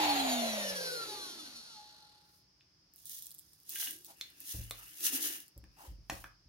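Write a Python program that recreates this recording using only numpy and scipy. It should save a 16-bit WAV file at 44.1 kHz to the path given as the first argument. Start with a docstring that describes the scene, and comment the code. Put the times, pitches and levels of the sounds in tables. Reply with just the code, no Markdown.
"""A small cordless vacuum, just switched off, coasts to a stop beside a phone on a wooden desk in a quiet room.
Rotor harmonics glide down through fixed housing resonances, over filtered noise that dies away with the speed.
A faint tick follows the stop; then the slipping grip ticks in noise bursts and sliding hands rustle in grains.
As it is picked up, decaying modes make the shell creak, the dust cup joint click, the desk thud dully and
the catch snap."""
import sys
import numpy as np
from scipy import signal
from scipy.fft import rfft, irfft, next_fast_len
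from scipy.io import wavfile

SR = 44100
rng = np.random.default_rng(int(sys.argv[2]) if len(sys.argv) > 2 else 0)


def waveform_to_disk(signal):
    """Save audio, clipped to [-1, 1], as 16-bit WAV at the path in sys.argv[1]."""
    frames = np.transpose(np.atleast_2d(signal))
    scaled = np.clip(frames, -1, 1) * 32767
    samples = np.round(scaled).astype(np.int16)
    wavfile.write(sys.argv[1], SR, samples)


N = 285768
T = np.arange(N) / SR

START_HZ = 313.46  # turns per second at the start
TOP_HZ = 15900  # upper band limit
FLOOR_DB = -69.5  # rms level of the background

# Spectrum of friction hiss. Each row: frequency in Hz, level in dB.
FRICTION_HISS = [(1760, -61), (3000, -40), (3260, -3.5), (4600, -6.5), (5800, -1), (6760, -1.5),
                 (7560, -9.5), (8520, -3.5), (9870, 2), (11500, -3), (13200, 3), (15100, -5), (16000, -0.5)]


def undb(db):
    """Convert decibels to an amplitude ratio by the logarithmic law."""
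    return 10 ** (np.asarray(db) / 20)


def unit(x):
    """Normalize mean power: scale to rms 1."""
    return x / np.sqrt(np.mean(x ** 2))


def colour(x, points):
    """Linear filtering: shape a spectrum by (Hz, dB) points, joined on a logarithmic frequency axis."""
    hz, db = np.transpose(points)
    size = next_fast_len(x.shape[-1] + 4096)
    f = np.maximum(np.arange(size // 2 + 1) * SR / size, 1)
    low_cut = f / np.hypot(f, hz[0] / 2)
    gain = undb(np.interp(np.log(f), np.log(hz), db)) * low_cut
    return irfft(rfft(x, size) * gain, size)[..., :x.shape[-1]]


def resonate(x, hz, width_hz):
    """A single damped resonance, with gain 1 at its centre."""
    return signal.lfilter(*signal.iirpeak(hz, hz / width_hz, fs=SR), x)


def walk(rate, clock=T):
    """Random modulation: normal values, rate of them per clock unit, joined by straight lines."""
    steps = rng.standard_normal(8192)
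    return 1.2 * np.interp(clock * rate, np.arange(len(steps)), steps)


def swell(s, rise_s, fall_s):
    """Growth and decay of a contact force about its firmest moment s."""
    shape = 1.55  # 1 = pointed, 2 = rounded
    return np.exp(-np.maximum((s - T) / rise_s, (T - s) / fall_s) ** shape)


def add(track, s, sound):
    """Superposition: mix a sound in at a time in seconds."""
    i = max(int(s * SR), 0)
    track[i:i + len(sound)] += sound[:max(N - i, 0)]


def spread(a, b, lag_ms, corner_hz):
    """Coherence of a broad source: the ports share its lows, the right one first, and differ in its highs."""
    low = signal.butter(2, corner_hz, fs=SR, output="sos")
    high = signal.butter(2, corner_hz, "high", fs=SR, output="sos")
    shared = signal.sosfilt(low, a)
    delayed = np.roll(shared, int(lag_ms * SR / 1000))
    return np.array([delayed, shared]) + signal.sosfilt(high, b)


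def ports(x, lag_ms):
    """Phase difference: the left port lags, in the treble by a constant three quarters of a cycle."""
    size = next_fast_len(N + 4096)
    f = np.arange(size // 2 + 1) * SR / size
    phase = np.minimum(2 * np.pi * f * lag_ms / 1000, 1.5 * np.pi)
    return np.array([irfft(rfft(x, size) * np.exp(-1j * phase), size)[:N], x])


def room(x, lag_ms, near_db, tail_db, pan_db=0, direct=1):
    """Convolution: direct sound, right port first, then each port's own desk reflections and room tail."""
    t = T[:SR // 2]
    early = rng.standard_normal((2, len(t))) * np.exp(-t / 0.0066) * (t > .0007)
    late = rng.standard_normal((2, len(t))) * (1 - np.exp(-t / 0.0027))
    dull = signal.sosfilt(signal.butter(1, 4500, fs=SR, output="sos"), late)
    # the treble of the tail decays faster: t60 0.18 s against 0.31 s
    late = dull * undb(-60 * t / 0.31) + (late - dull) * undb(-60 * t / 0.18)
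    response = (undb(near_db) * unit(early) + undb(tail_db) * unit(late)) / np.sqrt(len(t))
    response[0, int(abs(lag_ms) * SR / 1000)] += direct
    response[1, 0] += direct
    wet = signal.fftconvolve(np.atleast_2d(x), response, axes=1)[:, :N]
    return wet * undb(np.array([[1], [-1]]) * pan_db / 2)


def background():
    """Stationary noise: low room rumble, shared by both ports, under a thin steady hiss."""
    # Spectrum of the quiet room. Each row: frequency in Hz, relative level in dB.
    floor = [(25, -36.5), (55, 10.5), (110, 6.5), (170, 10), (230, -4.5), (300, 6), (450, -8), (1000, -7),
             (2500, -9), (4000, -9.5), (5100, 7.5), (6200, -7.5), (7500, -21), (16000, -22.5)]
    shared = signal.sosfilt(signal.butter(1, 600, fs=SR, output="sos"), rng.standard_normal(N))
    noise = rng.standard_normal((2, N))
    own = signal.sosfilt(signal.butter(1, 500, "high", fs=SR, output="sos"), noise)
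    return undb(FLOOR_DB) * unit(colour(shared + own + 0.011 * noise[::-1], floor))


def speed():
    """Equation of motion: turns per second of a rotor braked by friction, grease and air drag, down to rest."""
    friction = 87.63  # dry friction, Hz lost per second
    grease_drag, air_drag = .0586, .001108  # the same loss per Hz, and per Hz squared
    offset_hz = grease_drag / (2 * air_drag)
    scale_hz = np.sqrt(friction / air_drag - offset_hz ** 2)
    angle = np.arctan((START_HZ + offset_hz) / scale_hz) - air_drag * scale_hz * T
    return np.maximum(scale_hz * np.tan(np.maximum(angle, 0)) - offset_hz, 0)


def whine(hz, turn):
    """Source and filter: the rotor orders sweep down through the fixed resonances of the housing."""
    # Strong orders, all multiples of the three armature poles.
    # Each row: multiple of the rotation, relative level in dB.
    strong_orders = [(9, 8), (12, 1), (15, 2), (18, 0), (21, -4), (24, -1), (27, 7), (30, 3), (33, 7),
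                     (36, 1), (39, 3), (42, 4), (45, 5), (48, 5), (51, 7), (57, 5), (63, 10)]
    # Weak orders in between. Each row: multiple of the rotation, relative level in dB.
    weak_orders = [(1, -40), (4, -16), (14, -11), (22, -12), (29, 0), (36, -4), (46, 2), (58, 4), (80, 6),
                   (140, 5)]
    # Radiation of the housing. Each row: frequency in Hz, gain in dB.
    housing = [(600, -24), (1000, -14), (1270, -3), (1420, 6), (1580, -3), (1850, -1), (2200, -17),
               (2500, -10), (2800, -4), (3150, -7), (3500, 0), (3800, -2), (4200, 4), (4600, 1), (5000, -7),
               (5400, -1.5), (5900, -3.5), (6400, -10), (7100, -11), (7900, -28), (9000, -14), (10300, -11),
               (11500, -16), (13000, -21), (15000, -32)]
    # Strength of the orders against speed. Each row: turns per second in Hz, gain in dB.
    speed_gain = [(1, -120), (40, -91), (77, -75), (105, -67), (130, -61), (155, -58.5), (179, -55.5),
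                  (238, -48), (313, -46)]
    count = int(2.55 * SR)  # just past standstill
    strong = {round(k): db for k, db in strong_orders}
    # turbulent air makes the lines flutter
    flutter = [undb(3.9 * walk(30))[:count] for _ in range(7)]
    spin = np.exp(1j * turn[:count])
    wave, lines = np.ones(count, complex), np.zeros(N)
    for k, angle in enumerate(rng.uniform(0, 2 * np.pi, 140), 1):
        wave = wave * spin  # phasor of order k
        db = strong.get(k, np.interp(k, *np.transpose(weak_orders)))
        line = (wave * np.exp(1j * angle)).real * (k * hz[:count] < TOP_HZ)
        lines[:count] += undb(db) * flutter[k % len(flutter)] * line
    tone = np.sqrt(2) * colour(lines, housing) * undb(np.interp(hz, *np.transpose(speed_gain)))
    # reflections off the desk make each line swell and fade as it glides
    return room(ports(tone, lag_ms=.23), lag_ms=0, near_db=-12, tail_db=-13, direct=.84)


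def imbalance_hum(hz, turn):
    """Rotating imbalance: a sinusoid at the rotation rate, stronger in the right port."""
    # Hum against speed. Each row: turns per second in Hz, mean level of the two ports in dB.
    hum_level = [(60, -105), (148, -70), (186, -54), (240, -38), (313, -40)]
    level = undb(np.interp(hz, *np.transpose(hum_level)))
    return np.sqrt(2) * np.sin(turn) * level * undb([[-2.5], [2.5]])


def rushing(hz, turn):
    """Flow and friction noise follow power laws of speed: air rush dies away first, brush scrape later."""
    # Spectrum of the air rush. Each row: frequency in Hz, relative level in dB.
    air_colour = [(75, -13.5), (150, -18), (400, -9), (900, -2), (1250, -9), (1700, -6), (2600, -5.5),
                  (4400, -5), (5500, -29), (6700, -9.5), (8000, -25.5), (10300, -28), (13000, -17),
                  (16000, -31.5)]
    # Spectrum of the brush scrape. 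Each row: frequency in Hz, relative level in dB.
    brush_colour = [(300, -7), (1400, -9), (2300, -17), (3300, -9), (4400, 4.5), (5200, -9.5), (5900, -9.5),
                    (6800, -13), (7800, -15.5), (9800, -9.5), (13000, -14.5), (16000, -27)]
    rush = undb(-33) * (hz / START_HZ) ** 2.87
    # the scrape grows with speed and levels off above a knee at 158 turns per second
    scrape = undb(-48) * (hz / np.hypot(hz, 158)) ** 1.34
    brushes = unit(colour(rng.standard_normal((2, N)), brush_colour)) * (1 + 0.41 * np.cos(turn)) * scrape
    air = spread(rng.standard_normal(N), rng.standard_normal((2, N)), lag_ms=0.27, corner_hz=1570)
    flow = brushes + unit(colour(air, air_colour)) * rush * undb(1.0 * walk(24.7))
    # the share of treble follows the speed
    treble = signal.sosfiltfilt(signal.butter(2, 7500, "high", fs=SR, output="sos"), flow)
    flow += treble * (undb(np.interp(hz, [60, 160, 260], [-3, -1, 0])) - 1)
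    # the brushes drag once more as the rotor comes to rest
    hiss = unit(colour(rng.standard_normal((2, N)), FRICTION_HISS))
    return flow + undb(-67.5) * swell(2.37, rise_s=0.11, fall_s=0.044) * hiss


def churning(hz):
    """Modulated carrier: impeller eddies form a rough band near the third order, narrowing as it slows."""
    # Centre of the band against speed. Each row: turns per second in Hz, multiple of the rotation.
    band_order = [(130, 3.02), (200, 2.9), (300, 2.8)]
    centre_hz = hz * np.interp(hz, *np.transpose(band_order))
    carrier = np.exp(2j * np.pi * np.cumsum(centre_hz) / SR)
    clock = np.cumsum(np.sqrt(hz / START_HZ)) / SR
    eddy = lambda rate: walk(rate, clock) + 1j * walk(rate, clock)
    eddies = unit(((eddy(150) + 0.79 * eddy(370)) * carrier).real)
    eddies *= undb(-37) * (hz / START_HZ) ** 2.92 * np.minimum(hz / 110, 1) ** 4
    # the band swells as it passes the hollow of the body
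    eddies += resonate(eddies, 220, 50)
    return room(eddies, lag_ms=0.24, near_db=-19.5, tail_db=-7.5, pan_db=1.0)


def singing(hz, turn):
    """Forced resonance: a lightly damped motor part sings as pole orders cross its pitch, then rings on."""
    # Two decays of the part. Each row: resonance width in Hz, relative level in dB.
    decays = [(5, 0), (1.2, -5)]
    # Pole orders that drive it. Each row: multiple of the rotation, level in dB.
    pole_orders = [(6, -41), (12, -43.5), (15, -62), (18, -50), (21, -60), (24, -58), (30, -59), (36, -60)]
    drive = sum(undb(db) * np.cos(round(k) * turn) for k, db in pole_orders) * (hz > 20)
    return sum(undb(db) * resonate(drive, 842, width_hz) for width_hz, db in decays)


def motor():
    """Common kinematics: one falling speed drives whine, imbalance hum, air, brushes and the singing part."""
    hz = speed()
    turn = 2 * np.pi * np.cumsum(hz) / SR
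    return whine(hz, turn) + imbalance_hum(hz, turn) + rushing(hz, turn) + churning(hz) + singing(hz, turn)


def strike(modes, centre_hz, below_db, above_db, crack_db, crack_s):
    """Modal impact: decaying modes and a brief noise crack, both falling off per octave about a centre."""
    t = T[:SR // 3]

    def emphasis(hz):
        """Spectral slope in dB on either side of the centre."""
        octaves = np.log2(hz / centre_hz)
        return np.minimum(below_db * octaves, -above_db * octaves)

    ring = np.zeros(len(t))
    for hz, t60, db in modes:
        weight = undb(db + emphasis(hz)) / np.sqrt(t60) * rng.choice([-1, 1])
        detuned_hz = hz * (1 + 0.0069 * rng.standard_normal())
        ring += weight * np.sin(2 * np.pi * detuned_hz * t) * undb(-60 * t / t60)
    crack_hz = np.geomspace(modes[0][0], modes[-1][0], len(modes))
    density = [(hz, emphasis(hz) - 10 * np.log10(hz)) for hz in crack_hz]
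    density.append((4 * density[-1][0], density[-1][1] - 30))
    # the crack peaks just after first contact
    burst = rng.standard_normal(len(t)) * np.exp(-t / crack_s) * (t > .0004)
    crack = colour(burst, density)
    blow = ring / np.abs(ring).max() + undb(crack_db) * crack / np.abs(crack).max()
    return blow / np.abs(blow).max()


def blows(modes, events, crack_db, crack_s):
    """Repeated impulsive excitation of one plastic part, each blow set by its rms over the first 10 ms."""
    out = np.zeros(N)
    for s, db, hz, below_db, above_db in events:
        blow = strike(modes, hz, below_db, above_db, crack_db, crack_s)
        add(out, s, undb(db) * blow / blow[:SR // 100].std())
    return out


def stop_tick_and_joint_clicks():
    """Modal ringing: a faint tick just after the rotor stops, then the dust cup joint clicks twice."""
    # Modes of the joint. Each row: frequency in Hz, t60 in seconds, relative level in dB.
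    joint_modes = [(820, 0.008, -17), (1200, 0.01, -9), (1600, 0.006, -11), (2480, 0.012, -7),
                   (2950, 0.008, -9), (3580, 0.011, 0), (4050, 0.009, -1), (4450, 0.008, -3),
                   (5400, 0.004, -7), (6700, 0.004, -6), (12000, 0.002, -8)]
    # The tick, then the two clicks as the joint takes the load.
    # Each row: start in seconds, level of the first 10 ms ahead of the room in dB, strongest frequency in Hz,
    # roll-off below it and above it in dB per octave.
    click_events = [(2.609, -67, 2500, 14, 16), (4.2118, -39.5, 3790, 12, 4),
                    (4.7104, -42, 3500, 0.47, 1.5)]
    dry_clicks = blows(joint_modes, click_events, crack_db=-8, crack_s=0.0011)
    return room(dry_clicks, lag_ms=.04, near_db=-11, tail_db=-3.5)


def strokes():
    """Friction excitation: how strongly sliding hands hiss, rasp the shell and sound its hollow over time."""
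    # Each row: firmest moment, rise and fall in seconds, then levels of hiss, shell and hollow body in dB,
    # ahead of the room.
    stroke_rows = [ (2.995, 0.033, 0.051, -59, -77, -98), (3.061, 0.0047, 0.016, -58, -86, -91),
                   (3.12, 0.044, 0.11, -45, -66, -85), (3.19, 0.025, 0.76, -65.5, -89, -88),
                   (3.724, 0.037, 0.067, -44, -62.5, -69.5), (3.824, 0.063, 0.054, -36.5, -46.5, -81),
                   (3.89, 0.037, 0.1, -49.5, -72, -63), (4.059, 0.0097, 0.013, -50, -71, -78),
                   (4.2, 0.043, 0.18, -65.5, -65, -74), (4.425, 0.04, 0.026, -58, -71, -73),
                   (4.507, 0.041, 0.055, -41, -58, -79.5), (4.615, 0.086, 0.037, -57.5, -68.5, -75),
                   (4.83, 0.27, 0.32, -54.5, -61, -79.5), (5.03, 0.044, 0.072, -42.5, -62.5, -66.5),
                   (5.064, 0.026, 0.026, -28.5, -39.5, -57), (5.147, 0.024, 0.039, -32.5, -42.5, -47.5),
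                   (5.247, 0.037, 0.052, -32.5, -43.5, -52.5), (5.35, 0.06, 0.057, -43, -52, -62.5),
                   (5.84, 0.085, 0.079, -68, -65.5, -70), (6.2, 0.073, 0.058, -57, -68, -75)]
    return sum(np.outer(undb(levels_db), swell(s, rise_s, fall_s))
               for s, rise_s, fall_s, *levels_db in stroke_rows)


def slips():
    """Stick-slip as a random process: chance ticks as strong as their stroke, up to a limit: (s, dB)."""
    slips_per_s, limit_db = 70, -34
    over_hiss_db, scatter_db = 16, 4
    chance, size = rng.random(N), rng.standard_normal(N)
    hiss = strokes()[0]
    moments = np.flatnonzero((chance < slips_per_s / SR) & (hiss > undb(FLOOR_DB + 3)))
    levels_db = 20 * np.log10(hiss[moments]) + over_hiss_db + scatter_db * size[moments]
    return list(zip(T[moments], np.minimum(levels_db, limit_db)))


def bright_ticks():
    """Impulsive contact: slips of the grip and onsets of clicks and snap, as decaying bright noise bursts."""
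    # Bright ticks of the slipping grip, and the bright onsets of the clicks and the snap.
    # Each row: start in seconds, peak level ahead of colouring and room in dB.
    set_ticks = [(2.9373, -37), (2.96, -37), (2.982, -44), (3.0558, -27), (3.0703, -31), (3.096, -23.5),
                 (3.183, -26.5), (3.189, -27), (3.2235, -24.5), (3.228, -32), (3.258, -33), (3.268, -25),
                 (3.295, -37), (3.307, -31), (3.316, -26.5), (3.348, -33), (3.3835, -35), (3.389, -30.5),
                 (3.394, -27.5), (3.5337, -38.5), (3.601, -42.5), (3.6934, -21.5), (3.705, -24),
                 (3.7583, -21), (3.854, -28), (3.909, -21.5), (3.982, -48), (4.047, -31), (4.211, -32),
                 (4.404, -29.5), (4.709, -21.5), (4.825, -41), (5.0074, -17), (5.481, -33), (5.578, -36),
                 (5.64, -46.5), (6.097, -44), (6.209, -45), (6.217, -43), (6.2205, -40), (6.24, -38)]
    # Spectrum of a tick. 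Each row: frequency in Hz, gain in dB.
    tick_colour = [(2000, -28), (4000, -7), (7500, -7), (9000, 1), (13000, 1.5), (16000, 0)]
    contact, out = rng.standard_normal(N), np.zeros(N)
    for s, db in [*set_ticks, *slips()]:
        tick = contact[int(s * SR):][:600]
        tick = tick * np.exp(-T[:len(tick)] / .0004)
        add(out, s, undb(db) * tick / np.abs(tick).max())
    return room(colour(out, tick_colour), lag_ms=.25, near_db=-7, tail_db=-12)


def wander(x, share, rate):
    """Time warping: the resonances of a sound drift up and down by a share of their pitch."""
    path = np.cumsum(1 + share * walk(rate)) % N
    return np.array([np.interp(path, np.arange(N), port) for port in x])


def rubbing():
    """Stick-slip friction: skin and cloth catch in tiny grains that rasp the shell and sound its hollow."""
    # Spectrum of the rasping shell. Each row: frequency in Hz, relative level in dB.
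    rasp_colour = [(400, -30), (750, -10.5), (1000, -9.5), (1450, -2), (1750, 5), (2000, 3), (2300, -1),
                   (2650, 3.5), (3100, -14.5), (6000, -20), (12000, -60)]
    # Short scuffs of a fingertip, the last one the lingering noise after the catch snaps.
    # Each row: start in seconds, length in seconds, resonance in Hz,
    # level of the resonance in dB, level of the hiss in dB, both ahead of the swell and the room.
    scuff_rows = [(4.07, 0.081, 810, -61, -53.5), (4.774, 0.085, 1200, -58.5, -78),
                  (5.766, 0.11, 894, -53, -54.5), (5.828, 0.099, 544, -66, -63),
                  (6.11, 0.084, 700, -67, -50.5)]
    # Balance as the hands move. Each row: time in seconds, left minus right in dB.
    balance = [(3.05, -4), (3.19, -2), (3.4, -7), (3.66, -2), (4.29, 1), (4.81, 0), (4.89, 1), (5.4, 1)]
    hiss, shell, hollow = strokes()
    sizes_db = 1.9 * rng.exponential(size=N).clip(0, 4)
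    sizes_db += 2.4 * walk(260).clip(-2, 1.2) + 1.0 * walk(70).clip(-2, 0.7)
    sizes = undb(sizes_db)
    shared, own = rng.standard_normal(N) * sizes, rng.standard_normal((2, N)) * sizes
    grains = unit(spread(shared, own, lag_ms=0.25, corner_hz=2300))
    rasp = undb(-4.0) * unit(colour(grains, rasp_colour))
    rasp += undb(-5.0) * unit(resonate(resonate(grains, 2860, 360), 2890, 472))
    cavity = unit(resonate(resonate(grains, 303, 44), 413, 470))
    # the moving grip shifts the resonances
    sound = unit(colour(grains, FRICTION_HISS)) * hiss
    sound += wander(rasp, share=.05, rate=14) * shell
    sound += wander(cavity, share=.05, rate=9) * hollow
    for s, length, hz, db, hiss_db in scuff_rows:
        age = np.maximum(T - s, 0) / length
        envelope = np.minimum(age / 0.38, 1) * np.exp(-2 * age ** 2)
        body = unit(resonate(resonate(grains, hz, 0.23 * hz), hz, 3.1 * hz))
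        bright = unit(resonate(grains, 6500, 21800))
        sound += envelope * (undb(db) * body + undb(hiss_db) * bright)
    wet = room(sound, lag_ms=0, near_db=-18, tail_db=-9)
    return wet * undb(np.array([[.5], [-.5]]) * np.interp(T, *np.transpose(balance)))


def shell_creaks():
    """Modal ringing: the plastic shell creaks under the grip in short blows."""
    # Modes of the shell. Each row: frequency in Hz, t60 in seconds, relative level in dB.
    shell_modes = [(1600, 0.03, 1), (1950, 0.02, -5), (2550, 0.01, -5), (2920, 0.02, 2), (3400, 0.01, -3),
                   (6200, 0.004, -5), (12000, 0.002, -6)]
    # Each row: start in seconds, level of the first 10 ms ahead of the room in dB, strongest frequency in Hz,
    # roll-off below it and above it in dB per octave.
    creak_events = [(3.758, -46.5, 2940, 0.54, 1.1), (3.7639, -52, 2900, 2.6, 0.4),
                    (3.8019, -51.5, 2900, 1.9, 1.4), (3.8258, -48, 2940, 0.48, 2.6),
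                    (3.872, -52, 2900, 12, 3.1), (3.8736, -45.5, 2970, 8.9, 2.3)]
    dry_creaks = blows(shell_modes, creak_events, crack_db=-23, crack_s=0.0018)
    return room(dry_creaks, lag_ms=.04, near_db=-13, tail_db=-3.0)


def bumps():
    """Structure-borne sound: soft knocks excite desk modes and reach both ports nearly alike."""
    # Modes of the desk. Each row: frequency in Hz, t60 in seconds, relative level in dB.
    desk_modes = [(47.3, 0.73, 21), (64.8, 0.24, 25.5), (110.4, 0.55, 15.5), (159, 0.26, -3),
                  (188, 0.19, 10), (310, 0.071, 11.5), (368, 0.089, -22), (552, 0.2, 6)]
    # Dull bumps. Each row: start in seconds, peak level ahead of the soft onset and the room in dB,
    # strongest frequency in Hz, roll-off above it in dB per octave.
    bump_events = [(4.54, -35, 110, 5.5), (4.584, -37, 117, 4.5), (5.562, -42, 91.3, 3),
                   (5.631, -47, 119, 4.5), (5.875, -41.5, 54.6, 7), (5.915, -45.5, 55, 2),
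                   (5.982, -51, 121, 8), (6.103, -44, 278, 9), (6.118, -39, 330, -1), (6.191, -51, 55, 4),
                   (6.243, -53.5, 168, -1), (6.455, -52.5, 85, 7)]
    out = np.zeros(N)
    for s, db, hz, rolloff_db in bump_events:
        thud = strike(desk_modes, hz, below_db=7.5, above_db=rolloff_db, crack_db=-10.5, crack_s=0.045)
        soft_onset = 1 - np.exp(-T[:len(thud)] / 0.0021)
        add(out, s, undb(db) * thud * soft_onset)
    return room(out, lag_ms=.1, near_db=-25, tail_db=-14, pan_db=-1)


def catch_snaps():
    """Modal ringing: the catch is touched, snaps open, then knocks on its stop."""
    # Modes of the catch. Each row: frequency in Hz, t60 in seconds, relative level in dB.
    catch_modes = [(760, 0.005, 1), (1120, 0.005, 2), (1700, 0.018, 1), (2480, 0.01, 0), (3000, 0.005, -7),
                   (4400, 0.005, -8), (5400, 0.007, -2), (6400, 0.005, -6), (11000, 0.002, -9)]
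    # Each row: start in seconds, level of the first 10 ms ahead of the room in dB, strongest frequency in Hz,
    # roll-off below it and above it in dB per octave.
    snap_events = [(5.6402, -65, 1020, 1.4, 2.1), (6.0982, -37, 1750, 0.3, 0.6),
                   (6.1006, -42, 1750, 1.5, 0.4), (6.2423, -47.5, 1180, 31, 7.1)]
    dry_snaps = blows(catch_modes, snap_events, crack_db=-6, crack_s=0.0014)
    return room(dry_snaps, lag_ms=.04, near_db=-12, tail_db=-2.5)


def scene():
    """Superposition: the motor runs down in the quiet room, then the vacuum is picked up."""
    ticking = stop_tick_and_joint_clicks() + bright_ticks()
    handling = rubbing() + shell_creaks() + bumps() + catch_snaps()
    return background() + motor() + ticking + handling


def record(dry):
    """Band limitation: the phone drops the deepest rumble and cuts the top."""
    lean = signal.sosfilt(signal.butter(4, 36, "high", fs=SR, output="sos"), dry)
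    return signal.sosfilt(signal.ellip(10, .2, 70, TOP_HZ, fs=SR, output="sos"), lean)


dry = scene()
out = record(dry)
waveform_to_disk(out)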